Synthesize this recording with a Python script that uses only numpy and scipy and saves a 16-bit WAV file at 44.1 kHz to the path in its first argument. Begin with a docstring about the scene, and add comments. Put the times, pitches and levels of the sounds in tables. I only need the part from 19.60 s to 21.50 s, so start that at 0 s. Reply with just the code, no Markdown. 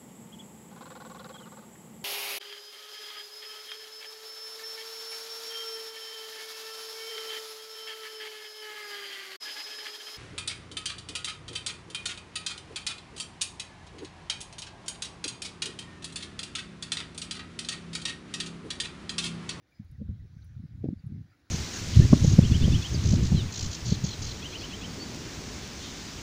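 """Light wind on a microphone above a calm, icy bay. A soft outdoor hiss opens over a low murmur.
From 0.2 s gusts rumble on the microphone port and single eddies thump it, some breaking into puffs.
Faint ticks dot the first second; small plinks, perhaps of melting ice, are scattered throughout.
The wind hits hardest near 1.3 s and dies away by about 1.7 s, leaving the hiss and the murmur."""
import sys
import numpy as np
from scipy import signal
from scipy.fft import rfft, irfft, next_fast_len
from scipy.io import wavfile
from scipy.ndimage import uniform_filter1d

SR = 44100
rng = np.random.default_rng(int(sys.argv[2]) if len(sys.argv) > 2 else 0)


def wav_out(sig):
    """Save sig, one row per channel (or a flat mono array), as 16-bit PCM at SR to the path in sys.argv[1]."""
    wavfile.write(sys.argv[1], SR, np.round(np.clip(np.atleast_2d(sig).T, -1, 1) * 32767).astype(np.int16))


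N = 83790
EVEN_S = 0.036  # time over which the flow holds its strength


def gust(start, end, first_db, last_db, centre_hz):
    """Strength and rumble of one gust: it rises fast, swells or fades, and drops away."""
    # tone of the rumble: (frequency [multiple of the centre], level [dB])
    colour = [(.15, -56.5), (.25, -29), (.45, -8), (.72, 2), (1.15, 3.5), (1.5, -6.5), (2, -17), (2.6, -26),
              (3.5, -39.5), (5, -60), (8, -68), (14, -120)]
    attack_s, release_s = 0.0061, 0.0084
    t = clock()
    rise = np.exp(-(np.maximum(start - t, 0) / attack_s) ** 2)
    fall = np.exp(-(np.maximum(t - end, 0) / release_s) ** 2)
    strength = rise * fall * amp(np.interp(t, [start, end], [first_db, last_db]))
    rumble = even(noise([(k * centre_hz, db) for k, db in colour]), EVEN_S)
    return strength, strength * rumble


def wind():
    """Gusts rumble on the port, and finer turbulence flutters on top of the strong ones."""
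    # gusts: (start [s], end [s], start level [dB], end level [dB], centre [Hz])
    gusts = [(0.2, 0.227, -42, -49.5, 141), (0.251, 0.279, -46.5, -54, 85),
             (0.303, 0.361, -44.5, -48.5, 101), (0.389, 0.471, -40, -39.5, 120),
             (0.493, 0.576, -30, -47.5, 117.3), (0.599, 0.672, -40.5, -49, 101),
             (0.694, 0.747, -53, -48, 113.6), (0.77, 0.952, -47.5, -48, 93),
             (0.969, 1.007, -38.5, -41.5, 96.7), (1.022, 1.058, -49, -41, 130),
             (1.093, 1.158, -50, -40.5, 110), (1.178, 1.228, -44.5, -37, 117),
             (1.243, 1.336, -35, -40.5, 143), (1.364, 1.409, -42, -54, 109.5),
             (1.446, 1.466, -39.5, -39.5, 125), (1.494, 1.512, -42, -44, 145),
             (1.526, 1.617, -37.5, -42, 144), (1.633, 1.658, -56, -49.5, 106),
             (1.677, 1.722, -68, -59.5, 101)]
    # tone of the fine turbulence: (frequency [Hz], level [dB])
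    flutter_colour = [(60, -30), (150, -1), (230, 2), (330, -7.5), (480, -16.5), (700, -46.5),
                      (1100, -59.5)]
    strong_db, flutter_db = -29, -57  # a strong gust, and the flutter it carries
    growth = 1.6  # dB of flutter per dB of wind
    strength, rumble = np.sum([gust(*row) for row in gusts], axis=0)
    flutter = even(noise(flutter_colour), EVEN_S)
    return rumble + amp(flutter_db) * (strength / amp(strong_db)) ** growth * flutter


def eddies():
    """Each eddy thumps the membrane with a push and a pull; rough puffs mark the flow breaking up."""
    # eddies hitting the port: (time [s], level [dB], pitch [Hz], half length [s])
    hits = [(0.2031, -33.5, 190, 0.0057), (0.413, -43.5, 250, 0.0039), (0.42, -28, 208.5, 0.0067),
            (0.4945, -24.5, 116.6, 0.0028), (0.770, -33.5, 121, 0.0036), (1.001, -40, 210, 0.0064),
            (1.041, -35, 172, 0.0027), (1.244, -21, 290, 0.0019), (1.257, -29, 273, 0.0055),
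            (1.289, -16.5, 174, .0018), (1.305, -37, 281, 0.0044), (1.3325, -23, 198.6, 0.0034),
            (1.468, -28.5, 126, 0.01), (1.524, -33, 183, 0.0057), (1.614, -40.5, 165, 0.0032)]
    # rough puffs: (time [s], level [dB], pitch [Hz], width [Hz], half length [s])
    puffs = [(0.4153, -52, 492, 45, 0.011), (0.497, -63, 467, 60, 0.013), (0.652, -65, 390, 50, 0.01),
             (1.2425, -45.5, 588, 164, 0.0056), (1.260, -46, 480, 169, 0.0064),
             (1.288, -46, 523, 171, 0.0028), (1.295, -57, 437, 82.3, 0.019), (1.336, -64, 462, 70, 0.0075),
             (1.248, -68.5, 1770, 2440, 0.013)]
    thumps = sum(amp(db) * swell(s, half_s) * np.sin(2 * np.pi * hz * (s - clock()))
                 for s, db, hz, half_s in hits)
    return thumps + sum(burst(*row) for row in puffs)


def ticks():
    """Tiny bright snaps of noise that die at once."""
    # faint ticks: (time [s], level [dB], tilt [dB per octave])
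    snaps = [(0.247, -64, 2), (0.3139, -57, -1), (0.492, -65, 9), (0.598, -68, 8), (0.845, -56.5, 4)]
    # tone of a tick before its tilt: (frequency [Hz], level [dB])
    colour = [(3000, -37), (8000, -12.5), (10000, -4), (11000, 5), (12500, -12.5), (15000, -2)]
    attack_s, t60_s, pivot_hz = .0006, .025, 11000
    out = np.zeros(N)
    for s, db, tilt in snaps:
        age = np.maximum(clock() - s, 0)
        envelope = amp(db - 60 * age / t60_s) * (1 - np.exp(-age / attack_s))
        tilted = [(hz, level + tilt * np.log2(hz / pivot_hz)) for hz, level in colour]
        out += envelope * noise(tilted) / 2
    return out


def plinks():
    """Soft plinks and fizzes, perhaps of melting ice: noise narrow enough to carry a pitch."""
    # plinks and fizzes: (time [s], level [dB], pitch [Hz], width [Hz], half length [s])
    pings = [(0.128, -71, 2350, 69.3, 0.012), (0.165, -75.5, 4980, 90, 0.025),
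             (0.356, -72, 2030, 154, .008), (0.608, -71, 1930, 120, 0.011),
             (0.793, -70.5, 1640, 69.5, 0.0097), (0.825, -69, 4200, 403, 0.0065),
             (0.832, -80, 5880, 410, 0.12), (0.85, -73, 10800, 220, .005), (1.396, -72.5, 4630, 159, 0.013),
             (1.469, -72.5, 10420, 280, 0.0062), (1.714, -79.5, 4800, 182, .02),
             (1.734, -70, 1364, 90, 0.018)]
    return sum(burst(*row) for row in pings)


def bay():
    """The outdoor bed: a soft, slightly patchy hiss over the bay's distant, steady murmur."""
    # tone of the hiss: (frequency [Hz], level [dB])
    hiss_colour = [(590, -18.5), (1000, -8), (1180, -6.5), (1500, -1.5), (2320, -5), (2540, -9),
                   (3130, -11.5), (3810, -8), (5900, -13.5), (7260, -19.5), (8140, -29.5), (10100, -21.5),
                   (10600, -20.5), (11800, -26), (13200, -30), (14800, -23.5), (15700, -19)]
    # fader ride of the hiss: (time [s], level [dB])
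    hiss_level = [(0.0, -81), (0.118, -73.5), (0.494, -74.5), (0.848, -72.5), (0.874, -73.5), (1.87, -73.5)]
    # tone of the low murmur: (frequency [Hz], level [dB])
    murmur_colour = [(15, -52.5), (25, -26.5), (75, 7), (209, -8), (293, 1), (433, -16.5), (469, -9.5),
                     (628, -16.5), (762, -13), (1200, -37.5), (1560, -60), (2640, -120)]
    fader = amp(np.interp(clock(), *np.transpose(hiss_level)))
    hiss = fader * patchy(noise(hiss_colour), depth_db=1.97)
    return hiss + amp(-69) * noise(murmur_colour)


def amp(db):
    return 10 ** (np.asarray(db) / 20)


def unit(x):
    return x / np.sqrt(np.mean(x ** 2) + 1e-20)


def clock():
    return np.arange(N) / SR


def filtered(x, response):
    """x through an EQ whose gain is response(hz)."""
    size = next_fast_len(N + 8192, True)
    return irfft(rfft(x, size) * response(np.fft.rfftfreq(size, 1 / SR)), size)[:N]


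def noise(colour):
    """Noise of rms 1, coloured by (frequency [Hz], level [dB]) points."""
    freqs, db = np.transpose(colour)
    white = rng.standard_normal(N)
    return unit(filtered(white, lambda hz: amp(np.interp(np.log(hz + 1), np.log(freqs + 1), db))))


def even(x, span_s):
    """A leveller: irons out chance swells slower than span_s."""
    power = filtered(x ** 2, lambda hz: np.exp(-(hz * span_s) ** 2))
    return unit(x / np.sqrt(np.abs(power) + 1e-3))


def swell(s, half_s):
    """A bell-shaped envelope around time s."""
    return np.exp(-((clock() - s) / half_s) ** 2)


def burst(s, db, centre_hz, width_hz, half_s):
    """A short swell of band-passed noise."""
    white = rng.standard_normal(N)
    band = unit(filtered(white, lambda hz: np.exp(-((hz - centre_hz) / width_hz) ** 2 / 2)))
    return amp(db) * swell(s, half_s) * even(band, 2 * half_s)


def patchy(x, depth_db):
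    """x with patches of random gain in time and frequency."""
    spectra = signal.stft(x, nperseg=512)[2]
    patches = uniform_filter1d(rng.standard_normal(spectra.shape), size=5, axis=0)
    patches = uniform_filter1d(patches, size=8, axis=1)
    return unit(signal.istft(spectra * amp(depth_db * unit(patches)), nperseg=512)[1][:N])


def scene():
    """Wind up front on the port, the bay and its small sounds behind, in mono."""
    return (wind() + eddies() + bay() + plinks() + ticks())[None]


def record(dry):
    """The recorder keeps nothing above its band limit."""
    top_hz = 15800
    return np.array([filtered(x, lambda hz: hz < top_hz) for x in dry])


dry = scene()
out = record(dry)
wav_out(out)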